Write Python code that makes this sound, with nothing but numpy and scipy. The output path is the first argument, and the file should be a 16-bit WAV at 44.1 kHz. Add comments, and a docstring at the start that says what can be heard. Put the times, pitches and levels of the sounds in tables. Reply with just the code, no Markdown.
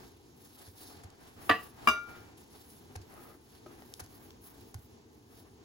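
"""Fingers rustle ticking sugar grains in a glass bowl over low kitchen hum, as friction drags the bowl.
From 0.7 s crust slaps sugar in crisp noise bursts, some over low counter thuds; near 1.5 s the bowl knocks
a baking tray, and near 1.9 s glass and counter ring: decaying modes under noise cracks. Stick-slip scrapes
follow at 2.1 s and 3.2 s, between them more slaps; a knuckle taps the held bowl near 3.7 s, then slaps and
thuds return until 4.8 s, and two last strokes end the scene. A nearby phone hears it all at two ports."""
import sys
import numpy as np
from scipy import signal
from scipy.fft import rfft, irfft, next_fast_len
from scipy.io import wavfile
from scipy.ndimage import uniform_filter1d

SR = 44100
rng = np.random.default_rng(int(sys.argv[2]) if len(sys.argv) > 2 else 0)


def dump(signal):
    """Clip the signal to [-1, 1] and save it as 16-bit WAV at the path in sys.argv[1]."""
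    limited = np.clip(np.atleast_2d(signal).T, -1, 1)
    pcm = np.round(limited * 32767).astype(np.int16)
    wavfile.write(sys.argv[1], SR, pcm)


N = 248988
HZ = np.arange(next_fast_len(N) // 2 + 1) * SR / next_fast_len(N) + 1e-3  # frequency bins, kept off zero
PORT_LAG_S = 2.3e-4  # sound from the bowl reaches the right port later


def undb(db):
    """Decibels to amplitude."""
    return 10 ** (np.asarray(db) / 20)


def unit(x):
    """Scale to an RMS of 1."""
    return x / np.sqrt(np.mean(x ** 2))


def over_hz(table):
    """Read a (freq_hz, value) table at every frequency bin, straight between points on a log axis."""
    hz, value = np.transpose(table)
    return np.interp(np.log(HZ), np.log(hz), value)


def colour(x, gain):
    """Filter by a gain for each frequency bin."""
    size = next_fast_len(N)
    return irfft(rfft(x, size) * gain, size)[..., :N]


def band(x, lo_hz, hi_hz):
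    """Gentle band-pass."""
    sos = signal.butter(2, [lo_hz, hi_hz], "bandpass", fs=SR, output="sos")
    return signal.sosfilt(sos, x)


def walk(rate):
    """Random levels held 1 / rate s and slewed twice; RMS 1."""
    hold = int(SR / rate)
    levels = np.repeat(rng.standard_normal(N // hold + 1), hold)
    return unit(uniform_filter1d(uniform_filter1d(levels, hold), hold)[:N])


def add(out, s, sound):
    """Mix a sound into out from s seconds on."""
    i = int(s * SR)
    out[..., i:i + sound.shape[-1]] += sound[..., :N - i]


def ports(x, lag_s, alike=0.97):
    """One source at two microphone ports: the right hears it lag_s later, partly by another path."""
    direct, other = x if x.ndim > 1 else (x, x)
    alike = np.clip(alike, 0, 1)
    late = np.exp(-2j * np.pi * HZ * lag_s)
    right = colour(direct, alike * late) + colour(other, np.sqrt(1 - alike ** 2) * late)
    return np.array([direct, right])


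def ring(modes, dull_db, until_s, rung_s=0, soft_cycles=0, opposed=False, waver_db=0):
    """Decaying modes swell over the contact, and the next touch, until_s later, stops them."""
    t = np.arange(int(.5 * SR)) / SR
    hz, db, t60, pan_db, lead = np.array(modes).T[:, :, None]
    # dull_db per octave above 500 Hz; a negative value brightens
    gain = undb(db - dull_db * np.log2(np.maximum(hz / 500, 1))) * np.exp(-np.log(1000) * t / t60)
    # loose contact: random level steps, smoothed, make each mode die away unevenly
    steps = np.repeat(rng.standard_normal((len(hz), 40)), len(t) // 40 + 1, axis=1)[:, :len(t)]
    gain = gain * undb(waver_db * uniform_filter1d(steps, len(t) // 40, axis=1))
    # a body that has rung for rung_s keeps in step; in a flat or held one neighbours start opposed
    start = 2 * np.pi * hz * rung_s + opposed * np.pi * np.arange(len(hz))[:, None]
    start = start + np.array([lead, -lead]) / 2
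    sides = undb(np.array([pan_db, -pan_db]) / 2)
    # a soft touch needs soft_cycles more to set a mode going, so the low ones come late
    swell = 1 - np.exp(-t / (0.0011 + soft_cycles / hz))
    stop = np.exp(-np.maximum(t - until_s, 0) / 0.003)
    return np.sum(swell * stop * sides * gain * np.sin(2 * np.pi * hz * t + start), axis=1)


# appliance spectrum, relative: freq_hz, density_db (per Hz)
KITCHEN_SPECTRUM = [(18, -56), (30, -43), (50, -4), (80, 1.5), (105, 0.5), (190, -6.5), (245, -0.5),
                    (440, -3), (575, -18.5), (890, -11.5), (1330, -24), (2500, -24.5), (7000, -25.5),
                    (16000, -59.5)]
# how alike the hum is at the two ports: freq_hz, likeness (0 to 1)
KITCHEN_LIKENESS = [(60, 0.95), (130, 0.98), (290, 0.72), (640, 0.52), (1100, 0.1), (2500, 0.474),
                    (5000, 0.059)]
KITCHEN_DB = -57.5  # middle level, before the phone


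def kitchen():
    """Steady appliance rumble: shaped noise, its bass alike at both ports, its level wavering a little."""
    air = ports(rng.standard_normal((2, N)), PORT_LAG_S, alike=over_hz(KITCHEN_LIKENESS))
    hum = unit(colour(air, undb(over_hz(KITCHEN_SPECTRUM))))
    return hum * undb(KITCHEN_DB + 1.75 * walk(9.2))


# reverberation, each band taking the mean of its two edges: freq_hz, t60_s
ROOM_DECAY = [(150, 0.21), (600, 0.19), (2000, 0.48), (6000, 0.068), (15000, 0.12)]
ROOM_DB = -19  # tail energy


def room(x):
    """Hard kitchen walls: a noisy tail whose bands each die away at their own pace, soonest in the treble."""
    t, tail = np.arange(int(.5 * SR)) / SR, 0
    for (lo_hz, lo_t60), (hi_hz, hi_t60) in zip(ROOM_DECAY, ROOM_DECAY[1:]):
        both, apart = rng.standard_normal((2, len(t)))
        # long waves reach both ports alike
        paths = both + min(lo_hz / 600, 1) * apart * np.array([[1], [-1]])
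        tail = tail + band(paths, lo_hz, hi_hz) * np.exp(-2 * np.log(1000) * t / (lo_t60 + hi_t60))
    tail = tail * (1 - np.exp(-t / 0.0025))
    tail = tail / np.sqrt(np.sum(tail ** 2, axis=1, keepdims=True))
    return undb(ROOM_DB) * signal.fftconvolve(x, tail, axes=1)[:, :N]


# doughnut and bowl on the counter: start_s, level_db (before the slow rise), pitch_hz, t60_s
THUDS = [(0.678, -30, 92.5, 0.08), (1.045, -28, 93.4, 0.082), (1.258, -48, 93, 0.11),
         (1.359, -39, 98, 0.11), (1.508, -14, 98, 0.044), (1.884, -33.5, 72.4, 0.13),
         (2.155, -52, 104, 0.66), (2.959, -22.5, 88.4, 0.086), (3, -25, 88, 0.057),
         (4.016, -27.5, 90, 0.078), (4.131, -43, 92, 0.079), (4.749, -20, 98, 0.073),
         (4.785, -24.5, 95, 0.052)]


def thuds():
    """The counter swings a few slow cycles after a soft push: decaying low sines with a slow rise."""
    out, t = np.zeros(N), np.arange(int(.4 * SR)) / SR
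    for s, db, hz, t60 in THUDS:
        swell = (1 - np.exp(-t / 0.025)) * np.exp(-np.log(1000) * t / t60)
        add(out, s, undb(db) * swell * np.sin(2 * np.pi * hz * t))
    return ports(out, lag_s=1e-4)


# strokes of hand, crust and bowl:
# peak_s, rise_s, fall_s, rustle_db, fineness_db (per octave), drag_db
STROKES = [(0.04, 0.11, 0.058, -58, -2, -58.5), (0.18, 0.057, 0.17, -67, -4, -83),
           (0.45, 0.057, 0.11, -60.5, 0.5, -66), (0.63, 0.053, 0.064, -53, -2.2, -57.5),
           (0.83, 0.057, 0.1, -52, 0.5, -58.5), (1.0, 0.088, 0.13, -65.5, -5, -58),
           (1.26, 0.062, 0.091, -58, -4.5, -60), (1.471, 0.057, 0.081, -55, 2, -49),
           (1.63, 0.058, 0.064, -56.5, 1, -60), (1.861, 0.075, 0.094, -58.5, -2, -49),
           (2.13, 0.075, 0.11, -59.5, -2, -51.5), (2.384, 0.01, 0.063, -57.5, -2, -63),
           (2.545, 0.034, 0.11, -58.5, -1, -59), (2.711, 0.037, 0.097, -58, 1, -64),
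           (2.9, 0.031, 0.087, -67, -0.5, -62), (3.23, 0.11, 0.09, -61.5, 4, -53.5),
           (3.56, 0.074, 0.029, -60, -3, -68), (3.86, 0.27, 0.16, -62.5, 1.5, -61),
           (4.131, 0.023, 0.08, -61, 0.5, -61), (4.24, 0.056, 0.058, -67.5, 4, -61.5),
           (4.47, 0.034, 0.1, -58.5, 5, -59.5), (4.6, 0.037, 0.031, -61, -2, -70),
           (4.69, 0.022, 0.02, -64, 4, -63.5), (4.791, 0.034, 0.1, -65.5, 2.1, -68.5),
           (5.39, 0.067, 0.042, -61, -1, -62.5), (5.48, 0.025, 0.015, -77.5, 1.5, -58.5)]


def strokes(peak_db, rest_db):
    """Each stroke swells and dies away like a bell curve; overlaps and the rest level add in power."""
    s, rise_s, fall_s = np.array(STROKES).T[:3, :, None]
    since = np.arange(N) / SR - s
    swell = np.exp(-(since / np.where(since < 0, rise_s, fall_s)) ** 2)
    return np.sqrt(undb(peak_db) ** 2 @ swell + undb(rest_db) ** 2)


# broad resonances of the loaded bowl: freq_hz, width_hz, level_db (relative)
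DRAG_MODES = [(351, 300, 10.5), (758, 180, 9.5), (1070, 570, 1.5), (1546, 340, -2.5), (2177, 330, -26),
              (2800, 490, -21.5)]
DRAG_REST_DB = -73  # between strokes


def drag():
    """Uneven friction excites the broad resonances of the loaded bowl, now one and now another."""
    grit = rng.standard_normal((2, N)) * undb(2.0 * walk(60))
    rub = 0
    for hz, width, db in DRAG_MODES:
        resonance = colour(grit, 1 / (1 + 2j * (HZ - hz) / width))
        rub = rub + undb(db + 2.2 * walk(30.05)) * resonance
    peak_db = [row[5] for row in STROKES]
    return ports(unit(rub) * strokes(peak_db, DRAG_REST_DB), PORT_LAG_S, alike=0.27)


# spectrum of the sugar ticks, relative: freq_hz, density_db (per Hz)
GRAIN_SPECTRUM = [(1500, -11), (2500, -4.5), (4000, 0.5), (6000, -1.5), (8000, -2.5), (10300, 4),
                  (13000, 1), (15800, 2.5)]
SUGAR_REST_DB = -74.5  # between strokes


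def sugar():
    """Grains of uneven size tick; each size comes in its own patches, each stroke has its own fineness."""
    sizes = np.minimum(rng.exponential(size=(2, N)), 5)
    ticks = rng.standard_normal((2, N)) * undb(3.0 * sizes + 1.83 * walk(110))
    ticks, hiss = unit(colour(ticks, undb(over_hz(GRAIN_SPECTRUM)))), 0
    rustle_db, fine_db = np.array(STROKES).T[3:5]
    fineness = np.interp(np.arange(N) / SR, [row[0] for row in STROKES], fine_db)
    for hz in np.arange(0, 18000, 1500):
        share = np.clip(1 - abs(HZ - hz) / 1500, 0, 1)  # overlapping bands, one for each grain size
        octaves = np.log2(max(hz, 1500) / 6000)
        hiss = hiss + colour(ticks, share) * undb(1.9 * walk(26) + fineness * octaves)
    return ports(hiss * strokes(rustle_db, SUGAR_REST_DB), PORT_LAG_S, .6)


# modes of the bowl while the hand damps it:
# pitch_hz, level_db (relative), t60_s, pan_db (left minus right), left_lead_rad
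HELD_BOWL = [(248, -44, .14, 2, 0), (350, -40, .14, 4, 0), (402, -49, .12, 2, 0), (467, -46, .1, 2, .3),
             (605, -43, .055, 0, .5), (800, -48, .045, 0, 0), (1247, -61, .2, 0, 0),
             (1320, -54, .05, 0, .4), (1252, -42, .035, 0, 0), (1550, -54, .04, -2, 0),
             (1980, -54, .03, -2, 0)]
# crust scraping round the held bowl: peak_s, half_length_s, level_db
SCRAPES = [(2.13, 0.076, -57), (3.204, 0.056, -58.5), (3.274, 0.04, -61), (3.326, 0.033, -59)]
SLIPS_PER_S = 900


def scrapes():
    """Stick-slip clicks of uneven size set the held bowl sounding, with its upper modes favoured."""
    s, half_s, db = np.array(SCRAPES).T[:, :, None]
    swell = np.sum(undb(db) * np.exp(-((np.arange(N) / SR - s) / half_s) ** 2), axis=0)
    slips = (rng.random(N) < SLIPS_PER_S / SR) * rng.standard_normal(N) * undb(3.5 * walk(40))
    body = ring(HELD_BOWL, dull_db=-5.5, until_s=0.052)
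    return unit(signal.fftconvolve(slips[None], body, axes=1)[:, :N]) * swell


TAP_S, TAP_DB, TRAY_WAVER_DB = 3.661, -4, 3.5  # the tap's modes waver as much as the tray's


def tap():
    """A knuckle softly taps the held bowl, whose low modes come late."""
    out = np.zeros((2, N))
    bowl = ring(HELD_BOWL, dull_db=-1.5, until_s=1, soft_cycles=0.99, opposed=True,
                waver_db=TRAY_WAVER_DB)
    add(out, TAP_S, undb(TAP_DB) * bowl)
    return out


# slaps and crackles of sugared crust:
# start_s, level_db, pat_db (against the crunch), length_ms, crunch_hz
SLAPS = [(0.685, -46.5, -15, 4.8, 7500), (1.034, -51, -1, 19, 7550), (1.101, -50.5, -20, 7, 6670),
         (2.463, -55, 3, 3.2, 3970), (2.5306, -50, -16, 5, 9000), (2.9536, -43.5, 2.5, 17, 7100),
         (3.013, -58, -18, 27, 5400), (3.8206, -54, 12, 7, 3600), (3.938, -39.5, -16, 5.5, 6400),
         (3.9948, -38, 1.5, 6.6, 9200), (3.999, -41, 0.5, 17.7, 8260), (4.036, -55.5, -11, 28, 8600),
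         (4.062, -40, -1, 2.2, 9000), (4.3047, -45.5, -8.5, 6.6, 3840), (4.742, -45, 0.5, 12.6, 8400)]


def slaps():
    """Crust meets sugar: a noise burst of crushed grains over a duller pat."""
    out, t = np.zeros((2, N)), np.arange(int(.06 * SR)) / SR

    def shape(ms):
        """Quick rise, then a bell-curve fall to about 3 percent after ms."""
        return (1 - np.exp(-t / 0.0014)) * np.exp(-(1900 * t / ms) ** 2)

    for s, db, pat_db, ms, hz in SLAPS:
        crisp, soft = rng.standard_normal((2, 2, len(t)))
        grains = crisp * undb(3.5 * rng.exponential(size=len(t)))
        crunch = shape(ms) * unit(band(grains, hz / 2.06, min(1.56 * hz, 17000)))
        pat = shape(0.99 * ms) * unit(band(soft, 250, 1820) + 2.1 * band(soft, 694, 814))
        add(out, s, undb(db) * (crunch + undb(pat_db) * pat))
    return ports(out, PORT_LAG_S, .6)


# ringing modes of glass bowl, baking tray and counter, relative to each blow:
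# pitch_hz, level_db, t60_s, pan_db (left minus right), left_lead_rad
GLASS = [(1209, -39, 0.37, -3, 0.0), (1403, -29.5, 0.55, 3, -0.2), (1407.7, -40, 0.62, -5, 2.9),
         (2309, -36, 0.15, 0, -1.5), (2321, -23.5, 0.18, -2, -2.1), (2324.8, -39.5, 0.7, -1, -2.1),
         (2768, -37, 0.26, 0, 1), (2784, -24, 0.15, 1, 1.5), (2826, -34, 0.12, 7, 1.6),
         (2975, -42, 0.14, -2, -1.4), (3594, -41, 0.27, -1, -1.6), (3858, -48, 0.3, -1, 0.6),
         (4772, -43, 0.2, 2, 0.8), (4818, -45, 0.26, -1, 0.4), (4958, -35, 0.11, 0, -0.7),
         (5928, -43, 0.27, -5, 0.1), (6295, -48, 0.27, -2, -0.1), (6925, -56, 0.12, 0, 0),
         (7555, -40, 0.15, -4, -2.1), (8700, -52, 0.1, 0, 0), (9264, -56, 0.33, 0, 2.6),
         (9480, -58, 0.15, 0, 0), (10328, -53, 0.23, -1, 0.7), (11021, -59, 0.25, 0, 0.0),
         (11820, -58, 0.15, 0, 0), (12186, -50, 0.17, -1, -1.4), (12919, -57, 0.21, -2, -2.2),
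         (13802, -54, 0.11, -1, 2.1), (14300, -56, 0.12, 0, 0), (15624, -54, 0.1, 0, 0.0)]
TRAY = [(214, -40, 0.17, -1, 0), (285, -38, 0.13, 0, 0), (312, -37, 0.12, 1, 0.3), (450, -40, 0.25, 1, 0),
        (604, -37, 0.08, 0, 1.2), (678, -30, 0.14, -4, 1.6), (735, -41, 0.3, -5, 0.5),
        (894, -40, 0.08, 0, 1), (1043, -37, 0.09, 0, -1), (1143, -33, 0.31, 0, 0.8),
        (1171, -23, 0.13, -3, -0.9), (1282, -36, 0.08, 1, 1), (1390, -36, 0.08, 0, 0),
        (1515, -35, 0.09, -1, 0.6), (1749, -28, 0.19, -3, -0.0), (1780, -38, 0.22, -1, -0.0),
        (1914, -30, 0.16, -3, -0.1), (1937, -27, 0.16, -1, -0.2), (1993, -37, 0.1, 0, 0),
        (2170, -39, 0.05, 0, 1), (2290, -36, 0.06, 0, -1), (2430, -44, 0.07, 0, 0.5),
        (2560, -39, 0.23, -1, -1.0), (2599, -41, 0.26, 1, -0.3), (2766, -38, 0.3, -2, 1.4),
        (2884, -46, 0.3, 0, 0), (2906, -41, 0.25, 2, -0.6), (3042, -44, 0.25, 0, 0),
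        (3134, -43, 0.2, 5, 0.6), (3300, -50, 0.08, 0, 0), (3565, -41, 0.14, 3, 0.3),
        (3650, -46, 0.1, 0, 0), (3918, -42, 0.2, 3, -1.4), (4030, -50, 0.2, 0, 0), (4360, -52, 0.12, 0, 0),
        (4490, -51, 0.15, 0, 0), (4810, -48, 0.24, 0, 0), (4955, -47, 0.26, 3, -2.2),
        (6164, -56, 0.09, -3, -0.2), (7115, -60, 0.13, 0, 0), (7610, -53, 0.15, 4, -2.4)]
COUNTER = [(229, -36, .13, 0, 0), (325, -39, .08, 0, .3), (410, -42, .16, 0, 0), (627, -39, .25, 1, 1.4),
           (700, -37, .08, 0, 1), (870, -37, .06, 0, .8), (1086, -29, .11, 0, .6),
           (1156, -19.5, .075, 3, -1.0), (1248, -31, .13, 0, -.2), (1640, -31, .04, 0, 0)]
# knocks: start_s, glass_db, tray_db, counter_db, crack_db, crack_treble_db (against the crack),
# dulling_db (per octave above 500 Hz)
KNOCKS = [(1.4932, -37, 2.5, -4, -15, -24.5, 0.5), (1.4955, -32.5, 5, 1, -11, -19, 0.5),
          (1.501, -29.5, 4.5, 0, -13, -26.5, 5), (1.5105, -29, 2, -13.5, -12.5, -33, 1.5),
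          (1.8727, 1.5, -37, 8.5, -13.5, -13, 0.5), (1.8854, 3, -33, 4.5, -17.5, -9.5, 0.96),
          (3.661, -42, -59, -28, -43, -40, 6.5)]
WAVER_DB = 1.1  # glass and counter


def knocks():
    """Each blow rings glass, tray and counter with a noise crack; bounces keep glass and tray ringing."""
    out, t = np.zeros((2, N)), np.arange(int(.15 * SR)) / SR
    gaps, rung_s = np.diff([row[0] for row in KNOCKS], append=N / SR), 0
    for (s, glass_db, tray_db, counter_db, crack_db, treble_db, dull_db), gap in zip(KNOCKS, gaps):
        glass = ring(GLASS, dull_db, gap, rung_s, waver_db=WAVER_DB)
        tray = ring(TRAY, dull_db, gap, rung_s, opposed=True, waver_db=TRAY_WAVER_DB)
        counter = ring(COUNTER, dull_db, gap, waver_db=WAVER_DB)
        for body, db in ((glass, glass_db), (tray, tray_db), (counter, counter_db)):
            add(out, s, undb(db) * body)
        rung_s = rung_s + gap if gap < .05 else 0  # a close next blow is a bounce

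        both, apart = rng.standard_normal((2, len(t)))
        noise = both + .5 * apart * np.array([[1], [-1]])
        fall = np.exp(-t / 0.0024) + 0.14 * np.exp(-t / 0.038)  # crack, then a brief rattle
        burst = noise * (1 - np.exp(-t / 0.00051)) * fall
        middle = band(band(burst, 190, 3280), 200, 2900)
        treble = undb(treble_db) * band(burst, 8400, 14500)
        add(out, s, undb(crack_db) * (middle + treble))
    return band(out, 150, 18000)


def scene():
    """Mix all layers; knocks, tap and slaps also excite the room."""
    hits, soft = knocks() + tap(), slaps()
    echoes = room(hits + 1.8 * soft)
    return kitchen() + echoes + thuds() + drag() + sugar() + scrapes() + soft + hits


# balance of the phone's ports: freq_hz, pan_db (left minus right)
PORT_BALANCE = [(60, 0), (200, -.5), (380, 1.5), (700, 1.5), (1290, 2.5), (2380, 1), (4400, -2),
                (5700, -2.5), (8120, 0), (15000, 0)]
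MONO_ABOVE_HZ, TREBLE_LAG_S, TREBLE_IN_STEP_HZ = 6300, 2.06e-4, 10950
TOP_HZ = 15900  # steep upper limit


def record(dry):
    """Two ports in bass and middle; both treble sides are mostly the left port, later on the left."""
    mono = .93 / (1 + (MONO_ABOVE_HZ / HZ) ** 16)  # share of right-side power taken from the left port
    ahead = np.exp(2j * np.pi * TREBLE_LAG_S * (HZ - TREBLE_IN_STEP_HZ))
    tilt = undb(over_hz(PORT_BALANCE) / 2)
    left = colour(dry[0], tilt)
    right = colour(dry[1], np.sqrt(1 - mono) / tilt) + colour(dry[0], np.sqrt(mono) * ahead / tilt)
    low_pass = signal.ellip(10, .2, 70, TOP_HZ, fs=SR, output="sos")
    return signal.sosfilt(low_pass, np.array([left, right]))


dry = scene()
out = record(dry)
dump(out)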